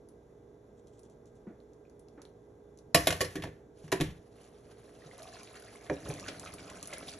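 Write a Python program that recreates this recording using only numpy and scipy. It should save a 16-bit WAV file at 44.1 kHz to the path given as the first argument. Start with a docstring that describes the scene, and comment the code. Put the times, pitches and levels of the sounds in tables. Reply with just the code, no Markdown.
"""A stir fry simmers on a gas hob under a humming kitchen fan, close to a pair of microphone ports.
A sleeve rustles and a sauce bottle is shaken; then a steel-rimmed glass lid clatters onto the pan and is
pushed home. The sauce comes to the boil, the lid is lifted, and a wooden spoon knocks and scrapes through
the food. Pan, lid and grate are sets of decaying sines with noise for the rough contacts; the sauce is a
rain of short bubble tones over hiss; the fan and the gas flame are coloured noise, with sine lines for the fan."""
import sys
import numpy as np
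from scipy import signal
from scipy.fft import rfft, irfft, next_fast_len
from scipy.io import wavfile

SR = 44100
rng = np.random.default_rng(int(sys.argv[2]) if len(sys.argv) > 2 else 0)


def master_out(mix):
    """Clip the mix to full scale and print it as 16-bit PCM to the path in sys.argv[1]."""
    frames = np.transpose(np.atleast_2d(mix))
    ceiling = np.clip(frames, -1, 1)
    pcm = np.round(ceiling * 32767).astype(np.int16)
    wavfile.write(sys.argv[1], SR, pcm)


N = 317079
T = np.arange(N) / SR  # seconds
RING_T = T[:SR * 3 // 5]  # the 0.6 s given to each single hit

# Likeness of left and right in the room. Each row: frequency in Hz, correlation.
ROOM_LIKENESS = [(60, 1), (130, 0.97), (290, 0.92), (640, 0.31), (1400, 0.14), (3100, 0.18), (7000, 0.018)]
# Spectrum of frying sauce. Each row: frequency in Hz, relative level in dB per Hz.
SIZZLE_COLOUR = [(40, -17.5), (140, -4), (400, 2.5), (650, 23), (900, 6.5), (1900, 2.5), (3000, 2.5),
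                 (4300, 3), (6000, 2.5), (8000, -1), (10700, 8), (11800, -11), (12900, -31.5),
                 (16000, -50.5)]
# Strength of the boil as the sauce heats up. Each row: time in seconds, relative level in dB.
BOIL_STRENGTH = [(0, -89), (2.9, -88), (3.7, -102), (3.85, -79), (4.6, -72), (5.25, -64), (5.8, -64),
                 (6.2, -58.5), (6.5, -61), (6.65, -61.5), (7.19, -62.5)]
# Floor of the open pan with food on it. Each row: frequency in Hz, relative level in dB, t60 in seconds.
OPEN_PAN_MODES = [(142, -2, 0.22), (283, -1, 0.091), (317.6, -1.5, 0.11), (405, 1, 0.073),
                  (513, -4.5, 0.13), (570, 1, 0.094), (721, -9.5, 0.11), (825, -5.5, 0.062),
                  (944, -9, 0.079), (1740, -2, 0.038), (2405, -1.5, 0.052)]
# Crowded upper modes of the lid's rim. Each row: frequency in Hz, relative level in dB per Hz.
CLASH_COLOUR = [(25, -42), (70, -31), (300, -4.5), (600, 7.5), (950, -3), (1300, -4.5), (1800, 2),
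                (3200, -1.5), (4500, -1.5), (5600, -1.5), (8000, -2), (10700, 3.5), (12500, -7.5),
                (13800, -19), (16000, -39.5)]

PRESSED_S = 3.4  # from then on the hand bears on the lid
PAN_DETUNE = .02  # largest share by which a hit's pan modes shift; the grate's move twice as far


# Tools for level, colour and decay

def amp(db):
    """Turns dB into a gain."""
    return 10 ** (np.asarray(db) / 20)


def unit(x):
    """Scales a steady sound to an RMS of 1."""
    return x / np.sqrt(np.mean(x ** 2) + 1e-20)


def burst(x):
    """Scales a hit to the energy of 10 ms at level 1."""
    return x / np.sqrt(np.sum(x ** 2) / (SR / 100) + 1e-20)


def read(points, hz):
    """Reads a table over frequency, straight between points on a log scale."""
    f, value = np.transpose(points)
    return np.interp(np.log(hz + 1), np.log(f + 1), value)


def curve(rows):
    """Turns rows of time and value into one value per sample."""
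    rows = np.asarray(rows)
    return np.interp(T, rows[:, 0], rows[:, 1])


def add(mix, s, sound):
    """Lays a sound into the mix from the given second."""
    part = mix[round(s * SR):][:len(sound)]
    part += sound[:len(part)]


def colour(x, points):
    """Causal minimum-phase filter with the given spectrum."""
    log_gain = np.log(amp(read(points, abs(np.fft.fftfreq(8192, 1 / SR)))))
    taps = np.fft.ifft(np.exp(np.conj(signal.hilbert(log_gain)))).real[:2048]
    return signal.oaconvolve(x, taps)[:len(x)]


def dying(t60, t=RING_T):
    """Exponential decay by 60 dB in t60 seconds."""
    return np.exp(-np.log(1000) * t / t60)


def swell(s, rise, fall):
    """A smooth rise to 1 at the given moment, and a fall."""
    return np.exp(-.5 * ((T - s) / np.where(T < s, rise, fall)) ** 2)


def drift(hz):
    """Slow random wander of RMS 1, with nothing faster than hz."""
    spectrum = rfft(rng.standard_normal(N))
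    return unit(irfft(spectrum * (np.fft.rfftfreq(N, 1 / SR) < hz), N))


# Physical building blocks

def ring(modes, stretch=1, detune=0, in_step=False):
    """One decaying sine a mode; its sign, strength and exact pitch vary by chance from blow to blow."""
    hz, db, t60 = np.transpose(modes)[:, :, None]
    share = rng.choice([-1, 1], hz.shape) * amp(rng.uniform(-2, 2, hz.shape))
    if in_step:
        share = abs(share)
    hz = hz * (1 + detune * rng.uniform(-1, 1, hz.shape))
    return share * amp(db) * dying(t60 * stretch) * np.sin(2 * np.pi * hz * RING_T)


def thud(modes, hz, focus, detune=0, rise=0.002):
    """The pan's modes, all pushed the same way; the contact favours those near its own pitch."""
    ratio = np.array(modes)[:, 0] / hz
    weight = 1 / np.hypot(1, focus * (ratio - 1 / ratio))
    body = weight @ ring(modes, detune=detune, in_step=True)
    return burst(body * (1 - np.exp(-RING_T / rise)))


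def rock(rise=0.00061, damping_t60=0.32, hob_db=-4, hob_t60=0.32):
    """The heavy grate takes a moment to get moving, and the hob top booms under it."""
    # Grate under the pan's weight. Each row: frequency in Hz, relative level in dB, undamped t60 in seconds.
    grate_modes = [(80, -14, 0.12), (98, -12.5, 0.22), (110.3, -15, 0.16), (127, -12.5, 0.19),
                   (153, 2.5, 0.25), (164.5, -1.5, 0.43)]
    # Boom of the sheet-metal hob top. Each row: frequency in Hz, relative level in dB per Hz.
    hob_colour = [(25, -18), (45, -11), (75, -2), (110, -6), (160, -1.5), (230, -13), (500, -40.5),
                  (2000, -81.5)]
    grate = ring(grate_modes, detune=PAN_DETUNE * 2).sum(0)
    grate = burst(grate * (1 - np.exp(-RING_T / rise)) * dying(damping_t60))
    boom = burst(colour(rng.standard_normal(len(RING_T)) * dying(hob_t60), hob_colour))
    return burst(grate + amp(hob_db) * boom)


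def clack(top_hz, t60, rise=0.0012):
    """The dull crack of a soft contact: coloured noise cut above top_hz."""
    # Each row: frequency in Hz, relative level in dB per Hz.
    clack_colour = [(80, -19), (300, 1.5), (650, -0.5), (1000, -9.5), (1500, -6), (2100, -4.5), (3200, -12),
                    (10000, 11), (14000, -16)]
    noise = rng.standard_normal(len(RING_T)) * dying(t60) * (1 - np.exp(-RING_T / rise))
    low_pass = signal.butter(3, top_hz, fs=SR, output="sos")
    return burst(signal.sosfilt(low_pass, colour(noise, clack_colour)))


def bubble(hz, cycles, glide=0.052):
    """A bubble's tone is loudest after the given cycles, and its pitch rises a little as it opens."""
    u = T[:2048] * hz / cycles
    phase = 2 * np.pi * cycles * (u + glide * (u - 1 + np.exp(-u)))
    return u * np.exp(1 - u) * np.sin(phase)


# Background: fan, flame and cooking

def fan(air_db=-59.5, waver=0.14):
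    """Rushing air and the wavering lines of the motor, spread by the room."""
    # Lines of the motor. Each row: frequency in Hz, level in dB before the sqrt(2) lift of the mix.
    hum_lines = [(59.1, -70.5), (113, -74.5), (204.6, -79.5), (236.9, -72), (296.1, -71.5), (320.5, -74),
                 (376.8, -71.5), (414.5, -63.5), (431, -71.5), (473.7, -66), (506, -80.5), (532.9, -78),
                 (591, -80), (640, -79), (650, -81), (738, -85.5), (828, -82), (1593, -88), (2005, -93),
                 (3488, -96.5)]
    # Each row: frequency in Hz, relative level in dB per Hz.
    air_colour = [(20, -37), (35, -3), (60, -6.5), (120, 4), (165, -1.5), (220, -2), (270, -1), (350, -1),
                  (410, -0.5), (480, -4), (540, -5), (1000, -15), (2000, -28), (4000, -47), (11000, -58),
                  (14000, -68)]
    # Each row: frequency in Hz, left minus right in dB.
    left_tilt = [(60, -1), (200, 1), (400, -5), (700, -2.5), (1300, 1)]
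    hz = np.fft.rfftfreq(N, 1 / SR)
    a, b = rfft(rng.standard_normal((2, N)))
    same = np.clip(read(ROOM_LIKENESS, hz), -1, 1)
    side = amp(read(left_tilt, hz) / 2)
    left = a * side
    right = (same * a + np.sqrt(1 - same ** 2) * b) / side
    air = irfft(np.array([left, right]) * amp(read(air_colour, hz)), N)
    wobble = [drift(10) for _ in range(3)]
    hum = np.zeros(N)
    for k, (f, db) in enumerate(hum_lines):
        level = amp(db) * (1 + waver * wobble[k % 3])
        phase = 2 * np.pi * (f * T + rng.random()) + waver * wobble[(k + 1) % 3]
        hum += level * np.sin(phase)
    return amp(air_db) * unit(air) + np.sqrt(2) * irfft(rfft(hum) * np.array([side, 1 / side]), N)


def flame(db=-84):
    """Gas streams steadily from the burner as coloured hiss."""
    # Each row: frequency in Hz, relative level in dB per Hz.
    gas_colour = [(1500, -14), (3000, -4), (3500, 4.5), (4300, -3), (5900, 3.5), (7500, 2.5), (9000, -6),
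                  (11000, 0.5), (13000, -17.5), (14500, -36)]
    return amp(db) * unit(colour(rng.standard_normal(N), gas_colour))


def bubbles(per_s, spread_db, low_hz, high_hz, ring_s):
    """A random rain of bursting bubbles of many pitches and sizes, coming in clumps."""
    rate = per_s * np.exp(.6 * drift(25))
    size = amp(spread_db * np.minimum(rng.exponential(1, N), 3.5)) * (rng.random(N) < rate / SR)
    pitches = np.geomspace(low_hz, high_hz, num=36)
    kind = rng.choice(len(pitches), N, p=pitches ** .5 / np.sum(pitches ** .5))
    out = np.zeros(N)
    for k, hz in enumerate(pitches):
        # small, high bubbles die sooner; ring_s is the typical time at 1 kHz
        grain = bubble(hz, ring_s * np.sqrt(1000 * hz) * rng.uniform(.5, 1.5))
        grain = grain / np.linalg.norm(grain) * hz ** .25
        out += signal.oaconvolve(size * (kind == k), grain)[:N]
    return unit(out)


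def simmer(hiss_db=-3, level_db=3, split_hz=2200):
    """Fine fizz over a hiss; the fat bubbles of the sauce come through once the lid is off."""
    # Sauce is thrown onto hot metal and flares up.
    # Each row: peak in seconds, relative level in dB, wetness below the split in dB.
    flare_ups = [(3.831, -66, -9), (4.438, -69, 2), (5.36, -68, -13), (6.11, -68, -20), (6.47, -75, -3),
                 (6.94, -70, 9), (7.095, -57.5, -30)]
    flare_rise_s, flare_fall_s = 0.038, 0.033
    # from full_from_db up the boil is full and wet below the split; a weaker one thins out (dB per dB)
    full_db, full_from_db, thin_slope = 4.5, -73, 0.42

    fine = bubbles(2600, 3.5, 900, 12000, .0004)
    fat = bubbles(650, 4.0, 1000, 9000, .0012) * np.interp(T, [4.9, 5.3], [.5, 1.5])
    hiss = amp(hiss_db) * rng.standard_normal(N)
    fizz = unit(colour(fine + fat + hiss, SIZZLE_COLOUR))
    fizz = fizz * amp(1.5 * drift(22))  # the sauce erupts in irregular spurts
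    low = signal.filtfilt(*signal.butter(2, split_hz, fs=SR), fizz)
    boil_db = curve(BOIL_STRENGTH)
    full = amp(full_db + thin_slope * np.minimum(boil_db - full_from_db, 0))
    boil = amp(boil_db) * (fizz + (full - 1) * low)
    flares = np.zeros(N)
    for s, db, wet_db in flare_ups:
        flares += amp(db) * swell(s, flare_rise_s, flare_fall_s) * (fizz + (amp(wet_db) - 1) * low)
    return amp(level_db) * (boil + flares)


def gurgle(hz, cycles=2.3, spray_cycles=0.55, spray_db=-9, spread_s=.025, count=12):
    """A fat bubble bursts and sets off a clump of smaller, drier ones."""
    out = np.zeros(len(RING_T))
    add(out, 0, bubble(hz, cycles))
    for late, octaves, size in rng.random((count, 3)):
        small = bubble(hz * 2 ** (1.7 * octaves - .4), spray_cycles)
        add(out, spread_s * late, amp(spray_db - 6 * size) * small)
    return out


def pops(pop_db=-1, pop_cycles=0.91, snap=0.28, snap_t60=0.042, blip_db=-3):
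    """Single bubbles: the pocket rings and the film tears into a short spray; fat ones gurgle."""
    # The clearest bubbles bursting and wet smacks.
    # Each row: start in seconds, level in dB before trim and colour, starting pitch in Hz.
    bursts = [(0.088, -47.5, 9500), (0.871, -52, 6300), (0.993, -46.5, 8800), (1.033, -51, 6550),
              (1.099, -56, 7500), (1.2573, -54.5, 6500), (1.354, -58.5, 7440), (1.603, -60, 3850),
              (1.734, -55, 6200), (1.898, -57, 6360), (1.9947, -47.5, 9300), (2.085, -52.5, 5160),
              (2.2182, -41, 6300), (2.229, -58, 7000), (2.2525, -48, 3740), (2.273, -64, 6000),
              (2.292, -67, 5500), (2.7745, -49.5, 6700), (2.7882, -48, 5870), (5.18, -40, 10800),
              (5.221, -43, 4000), (5.229, -35, 11100), (5.232, -39, 5760), (5.432, -43, 6300),
              (5.433, -39, 10700), (5.53, -44, 11000), (5.576, -48, 5540), (5.599, -40, 10200),
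              (5.6232, -49.5, 5320), (5.624, -41, 11000), (6.089, -27.5, 11300), (6.139, -32.5, 6560),
              (6.198, -33.5, 5820), (6.3966, -30.5, 7100), (6.451, -36, 7340), (6.537, -44, 7500),
              (6.539, -30.5, 10600), (6.7, -38, 6650), (6.828, -27, 7300), (6.8568, -34, 6100),
              (6.874, -28.5, 10200), (6.935, -28.5, 6800), (6.982, -30.5, 10400)]
    # Fat bubbles and wet bursts that ring in the pan.
    # Each row: start in seconds, level in dB before trim, starting pitch in Hz.
    fat_bursts = [(1.852, -60, 2380), (5.02, -50, 1790), (5.112, -44, 1950), (5.474, -47, 2270),
                  (5.56, -45, 1350), (5.574, -64, 1820), (5.623, -50, 1430), (5.756, -45.5, 2080),
                  (6.131, -39.5, 2410), (6.241, -39.5, 2500), (6.262, -39, 1440), (6.28, -36, 1420),
                  (6.289, -43, 2450), (6.346, -44, 1340), (6.46, -40.5, 1230), (6.474, -40, 2400),
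                  (6.584, -45, 2220), (6.70, -44.5, 1940), (6.777, -49, 1450), (6.905, -44, 2220),
                  (6.928, -33, 1980), (6.963, -43.5, 2100), (7.085, -46, 2420)]
    out = np.zeros(N)
    for s, db, hz in bursts:
        tone = bubble(hz, pop_cycles)
        spray = rng.standard_normal(len(tone)) * dying(snap_t60, T[:len(tone)])
        spray = signal.lfilter(*signal.butter(2, hz * .6, "high", fs=SR), spray)
        add(out, s, amp(db + pop_db) * (tone + snap * spray))
    out = colour(out, SIZZLE_COLOUR)
    for s, db, hz in fat_bursts:
        add(out, s, amp(db + blip_db) * gurgle(hz))
    return out


def cavity(width_hz=42, shut_db=-1, lift_db=-57.0):
    """The bubbling sounds the air between pan and lid; its pitch climbs as the lid lifts, then eases."""
    # Each row: time in seconds, pitch of the air in Hz.
    lift_pitch = [(5.12, 530), (5.2, 650), (5.3, 715), (5.37, 700)]
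    noise = rng.standard_normal(N) + 1j * rng.standard_normal(N)
    murmur = signal.lfilter(*signal.butter(2, width_hz, fs=SR), noise)
    # turning slow complex noise makes a narrow band that follows the pitch
    turn = np.exp(2j * np.pi * np.cumsum(curve(lift_pitch)) / SR)
    start, end = lift_pitch[0][0], lift_pitch[-1][0]
    gap = np.interp(T, [start, end], [0, 1])
    shut = amp(curve(BOIL_STRENGTH) + shut_db) * (T > PRESSED_S) * (1 - gap)
    lifting = amp(lift_db) * np.sqrt(abs(np.sin(np.pi * gap)))
    return (shut + lifting) * unit((murmur * turn).real)


# Handling: sleeve, bottle, lid and spoon

def sleeve(rise_s=0.011, fall_s=0.014, fibres_per_s=2500):
    """Cloth rustles softly as the arm shakes the bottle: random ticks under short swells."""
    # Each row: peak in seconds, level in dB.
    rustle_peaks = [(.785, -74.5), (.885, -75), (.94, -73.5), (.985, -73), (1.05, -71.5), (1.115, -75),
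                    (1.275, -76), (1.37, -79), (1.615, -89)]
    # Each row: frequency in Hz, relative level in dB per Hz.
    cloth_colour = [(1000, -33), (2400, -10), (3400, 0), (4600, -7), (6300, 1), (8000, 3), (11000, -24),
                    (14000, -36)]
    fibres = rng.standard_normal(N) * (rng.random(N) < fibres_per_s / SR)
    strength = sum(amp(db) * swell(s, rise_s, fall_s) for s, db in rustle_peaks)
    return unit(colour(fibres, cloth_colour)) * strength


def bottle(top_hz=1450, t60=0.31, cycles=1.3):
    """Thick sauce slaps the bottle wall and thumps the air pocket behind it."""
    # Each row: start in seconds, slap level in dB, thump level in dB, starting thump pitch in Hz.
    slumps = [(1.467, -52, -46.5, 350), (1.472, -66, -40, 200), (1.501, -69, -51, 306),
              (2.175, -51.5, -55, 294), (2.196, -58, -66, 306)]
    out = np.zeros(N)
    for s, slap_db, thump_db, hz in slumps:
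        add(out, s, amp(slap_db) * clack(top_hz, t60))
        add(out, s, amp(thump_db) * burst(bubble(hz, cycles)))
    return out


def wobbles(rise_s=.0095):
    """The pan tips and settles on the grate with soft, low bumps."""
    # Each row: start in seconds, level in dB, pitch in Hz.
    bumps = [(2.946, -25, 156), (2.985, -45, 80), (3.035, -41, 84.1), (3.09, -36.5, 162.4),
             (3.099, -40, 85.7), (3.145, -40, 81.5), (3.21, -51.5, 96), (3.275, -45.5, 90),
             (3.381, -37, 159), (3.44, -39, 134), (3.84, -47.5, 153.6), (3.944, -36, 164),
             (4.007, -29, 161), (5.055, -49.5, 145), (6.092, -33, 142)]
    out = np.zeros(N)
    for s, db, hz in bumps:
        bump = RING_T * np.exp(-RING_T / rise_s) * np.sin(2 * np.pi * hz * RING_T)
        add(out, s, amp(db) * burst(bump))
    return out


def chatter(hz, depth_db):
    """Uneven gain of a rim that buzzes against the pan."""
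    knots = np.arange(0, RING_T[-1] + 1 / hz, 1 / hz)
    return amp(depth_db * np.interp(RING_T, knots, rng.standard_normal(len(knots))))


def rim(count=80, t60=0.056):
    """Each hit on the rim wakes its own random crowd of short-lived modes."""
    hz = rng.uniform(900, 13000, count)
    modes = np.transpose([hz, read(CLASH_COLOUR, hz), np.full(count, t60)])
    return burst(ring(modes).sum(0))


def contact(x, hz, lift_db=6.0, sharpness=6.5):
    """The point of the rim that is struck brings out the modes around one pitch."""
    return x + (amp(lift_db) - 1) * signal.lfilter(*signal.iirpeak(hz, sharpness, fs=SR), x)


def lid(clash_t60=0.049, shimmer_db=-17, shimmer_t60=0.85, modes_db=-5, rim_db=0.5, noise_db=-4, focus=4.64):
    """Each touch of the rim is a short, chattering crash of crowded modes, a glassy ring and a pan thud."""
    # Lid meets pan. Each row: start in seconds, rim clash level in dB, clash pitch in Hz,
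    # pan thud level in dB, thud pitch in Hz, grate rocking level in dB.
    touches = [(2.9459, -16, 5270, -28, 650, -36), (2.948, -25.5, 1830, -17.5, 673, -33),
               (2.957, -27.5, 2920, -29.5, 320, -46), (2.972, -34, 1140, -32.5, 330, -32),
               (3.071, -21, 3430, -22, 637, -37), (3.105, -29, 2310, -49, 540, -40.5),
               (3.125, -33, 2940, -34.5, 600, -38), (3.207, -29, 1840, -35, 600, -36),
               (3.212, -27, 1090, -27.5, 530, -35), (3.246, -39.5, 5500, -50, 550, -52),
               (3.3553, -40, 1550, -35, 337, -45), (3.366, -45.5, 2000, -38, 447, -44.5),
               (3.398, -54, 1800, -46, 380, -47), (3.4222, -42.5, 3520, -55, 308, -42),
               (3.437, -40.5, 1550, -39, 845, -38.5), (3.451, -48, 1780, -40.5, 298.5, -41.5),
               (3.472, -53, 4080, -43, 433, -49), (3.841, -58.5, 2800, -60, 250, -47.5),
               (3.879, -55.5, 5970, -66, 302, -55), (3.9181, -32, 2520, -52, 990, -62),
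               (3.924, -28.5, 1700, -29, 990, -44), (3.927, -38.5, 2930, -24.5, 393, -35),
               (4.001, -39.5, 2500, -29, 295, -30), (4.0092, -30.5, 3330, -26.5, 313, -44),
               (4.015, -43, 1850, -29.5, 295, -28.5), (4.089, -60.5, 6000, -61, 430, -59)]
    # Pan under the lid. Each row: frequency in Hz, relative level in dB, t60 in seconds.
    pan_modes = [(226, -7.5, 0.2), (294, 0.5, 0.09), (315.1, 4, 0.19), (370, 4, 0.063), (388.2, 4, 0.16),
                 (434, -7.5, 0.19), (499.6, 2, 0.11), (538, -3, 0.13), (589, 1, 0.054), (628, 6.5, 0.055),
                 (657, 0.5, 0.06), (696.4, -7, 0.15), (826, -5.5, 0.063), (960, -11, 0.06),
                 (970, -7, 0.069)]
    # Glass of the lid. Each row: frequency in Hz, relative level in dB, t60 in seconds before the stretch.
    glass_modes = [(1120, 0.5, .17), (1459, -9, .1), (1693, -4, .17), (1767, 0, .15), (1835, 0, .15),
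                   (2010, -7, .13), (2421, -4, .15), (2864, -1, .15), (3160, -4, .14), (3405, -4, .13),
                   (4242, -6, .13), (5303, -5, .14), (5521, -2, .12), (6530, -7, .14), (7052, -8, .14),
                   (7665, -5, .17), (9951, -4, .15), (10533, 1, .14), (10829, -2, .14), (11211, -4, .15)]
    # a clash of clash_ref_db reaches clash_top_hz; harder ones reach an octave higher per 10 dB
    clash_top_hz, clash_ref_db, db_per_octave = 6860, -32.5, 10
    out = np.zeros(N)
    for s, clash_db, clash_hz, thud_db, hz, rock_db in touches:
        # the pressed lid clashes duller and rings shorter and weaker
        stretch, dull, damped_db = (0.42, 0.71, -9) if s > PRESSED_S else (0.72, 1, 0)
        shimmer = amp(shimmer_db) * dying(shimmer_t60 * stretch) * chatter(140, 3)
        fade = dying(clash_t60) + shimmer
        crash = burst(colour(rng.standard_normal(len(fade)) * fade, CLASH_COLOUR))
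        glass = burst(ring(glass_modes, stretch, detune=.007).sum(0) * chatter(160, 4))
        modes = amp(damped_db) * (amp(modes_db) * glass + amp(rim_db) * rim())
        clash = contact(amp(noise_db) * crash + modes, clash_hz)
        # a gentler touch lasts longer and so is duller
        top_hz = dull * clash_top_hz * 2 ** ((clash_db - clash_ref_db) / db_per_octave)
        clash = signal.lfilter(*signal.butter(1, min(top_hz, SR * .45), fs=SR), clash)
        add(out, s, amp(clash_db) * burst(clash))
        add(out, s, amp(thud_db) * thud(pan_modes, hz, focus, detune=PAN_DETUNE))
        add(out, s, amp(rock_db) * rock())
    return out


def squelches(tears_per_s=1500, rise_s=0.0014, width=1.4, spread_db=4):
    """Sauce tears away from spoon and food in tight clusters of tiny wet clicks."""
    # Each row: start in seconds, level in dB, centre pitch in Hz, fade length in seconds.
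    wet_crackles = [(5.343, -54.5, 2870, 0.031), (5.47, -57.5, 2830, .015), (5.559, -70, 1700, 0.014),
                    (6.244, -64, 1870, 0.034), (6.28, -42, 3000, 0.015), (6.457, -48.5, 2250, 0.028),
                    (6.58, -54.5, 2600, 0.022), (6.692, -54, 2360, .02), (6.926, -47, 1880, 0.0084),
                    (6.935, -47.5, 3200, 0.0068), (6.955, -62, 2060, .03), (7.023, -57, 2500, 0.0088),
                    (7.083, -54, 3250, .025)]
    out = np.zeros(N)
    for s, db, hz, length_s in wet_crackles:
        size = amp(spread_db * np.minimum(rng.exponential(1, len(RING_T)), 3))
        tears = size * rng.choice([-1, 1], len(RING_T)) * (rng.random(len(RING_T)) < tears_per_s / SR)
        tears = tears * (1 - np.exp(-RING_T / rise_s)) * np.exp(-(RING_T / length_s) ** 2)
        edges = hz * 2 ** (np.array([-.5, .5]) * width)  # width in octaves
        band = signal.butter(2, np.minimum(edges, SR * .45), "band", fs=SR)
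        add(out, s, amp(db) * burst(signal.lfilter(*band, tears)))
    return out


def knocks(t60=0.028, rock_db=-15, focus=0.81):
    """Wood on the open pan gives a dull clack and a broad thud, and rocks the grate a little."""
    # Each row: start in seconds, clack level in dB, clack top in Hz, thud level in dB, thud pitch in Hz.
    spoon_hits = [(5.897, -34, 2270, -40, 800), (5.900, -46, 2200, -30.5, 570),
                  (5.910, -61, 1800, -28, 380), (6.075, -63, 900, -43, 288), (6.101, -49, 1000, -36, 540),
                  (6.282, -43, 4800, -44.5, 650), (6.461, -63, 3500, -63, 600),
                  (6.927, -50, 2600, -46.5, 700), (7.027, -47.5, 2420, -55, 596)]
    out = np.zeros(N)
    for s, clack_db, top_hz, thud_db, hz in spoon_hits:
        body = thud(OPEN_PAN_MODES, hz, focus) + amp(rock_db) * rock()
        add(out, s, amp(clack_db) * clack(top_hz, t60) + amp(thud_db) * body)
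    return out


def drag(slips_per_s=700, contact_hz=380, rock_db=-1, shove_rock_db=-1, damping_t60=0.22):
    """The spoon sticks and slips on the pan floor, shaking pan and grate while it damps them."""
    # the spoon starts to drag, and eases as the food loosens
    stir_s, stir_db, ease_db_per_s = 5.96, -52, -5
    # its first hard push through the food
    shove_s, shove_db, shove_rise_s, shove_fall_s = 6.095, -44, 0.025, 0.03
    slips = rng.standard_normal(N) * (rng.random(N) < slips_per_s / SR)
    stir = amp(stir_db + ease_db_per_s * (T - stir_s)) * (T > stir_s)
    shove = amp(shove_db) * swell(shove_s, shove_rise_s, shove_fall_s)
    out = np.zeros(N)
    for force, grate_db in (stir, rock_db), (shove, shove_rock_db):
        body = thud(OPEN_PAN_MODES, contact_hz, focus=1.0) + amp(grate_db) * rock()
        body = body * dying(damping_t60)
        out += signal.oaconvolve(unit(slips) * force, body / np.linalg.norm(body))[:N]
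    return out


# Space and microphones

def kitchen(x):
    """Reflections from hob, tiles and walls, each band dying at its own speed."""
    # Each row: frequency in Hz, t60 in seconds.
    room_decay = [(100, 0.34), (400, 0.22), (1500, 0.39), (5000, 0.16), (12000, 0.17)]
    size = (2, SR // 2)
    # sparse random echoes, none before 4 ms
    taps = rng.standard_normal(size) * (rng.random(size) < .1) * (T[:SR // 2] > .004)
    hz, t, z = signal.stft(taps, SR, nperseg=256)
    same = np.clip(read(ROOM_LIKENESS, hz), -1, 1)[:, None]
    z[1] = same * z[0] + np.sqrt(1 - same ** 2) * z[1]
    tail = signal.istft(z * dying(read(room_decay, hz)[:, None], t), SR, nperseg=256)[1]
    return signal.fftconvolve(x[None], tail / np.linalg.norm(tail[0]), axes=1)[:, :N]


def ports(x):
    """Sound from the pan reaches the two ports with a phase gap and a level gap that vary with pitch."""
    # Each row: frequency in Hz, left minus right in dB.
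    pan_tilt = [(100, 0), (300, 0.5), (600, -3.5), (1000, -2), (2000, -0.5)]
    # Each row: frequency in Hz, radians by which the left port leads.
    port_lead = [(0, 0), (1300, -.3), (2500, .6), (4200, .8), (4570, 1.6), (4900, 3.14), (5250, 5.3),
                 (5650, 6.3), (6250, 6.5), (8350, 9), (9500, 9.7), (10900, 11.1), (11700, 12.4),
                 (16000, 12.6)]
    size = next_fast_len(N + SR)
    hz = np.fft.rfftfreq(size, 1 / SR)
    left = amp(read(pan_tilt, hz) / 2) * np.exp(.5j * np.interp(hz, *np.transpose(port_lead)))
    return irfft(rfft(x, size) * np.array([left, 1 / left]), size)[:, :N]


def scene(hit_room_db=-11, food_room_db=-7):
    """Blows and cooking at the pan, their reflections, and the fan."""
    food = flame() + simmer() + pops() + cavity() + squelches()
    hits = sleeve() + bottle() + wobbles() + lid() + knocks() + drag()
    room = kitchen(amp(hit_room_db) * hits + amp(food_room_db) * food)
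    return fan() + room + ports(hits + food)


def record(dry):
    """The microphones fall off in the top treble; then the band limit."""
    soft = signal.sosfilt(signal.butter(8, 13600, fs=SR, output="sos"), dry)
    band_limit = signal.firwin(511, 15800, window=("kaiser", 9), fs=SR)
    return signal.oaconvolve(soft, band_limit[None], "same")


dry = scene()
out = record(dry)
master_out(out)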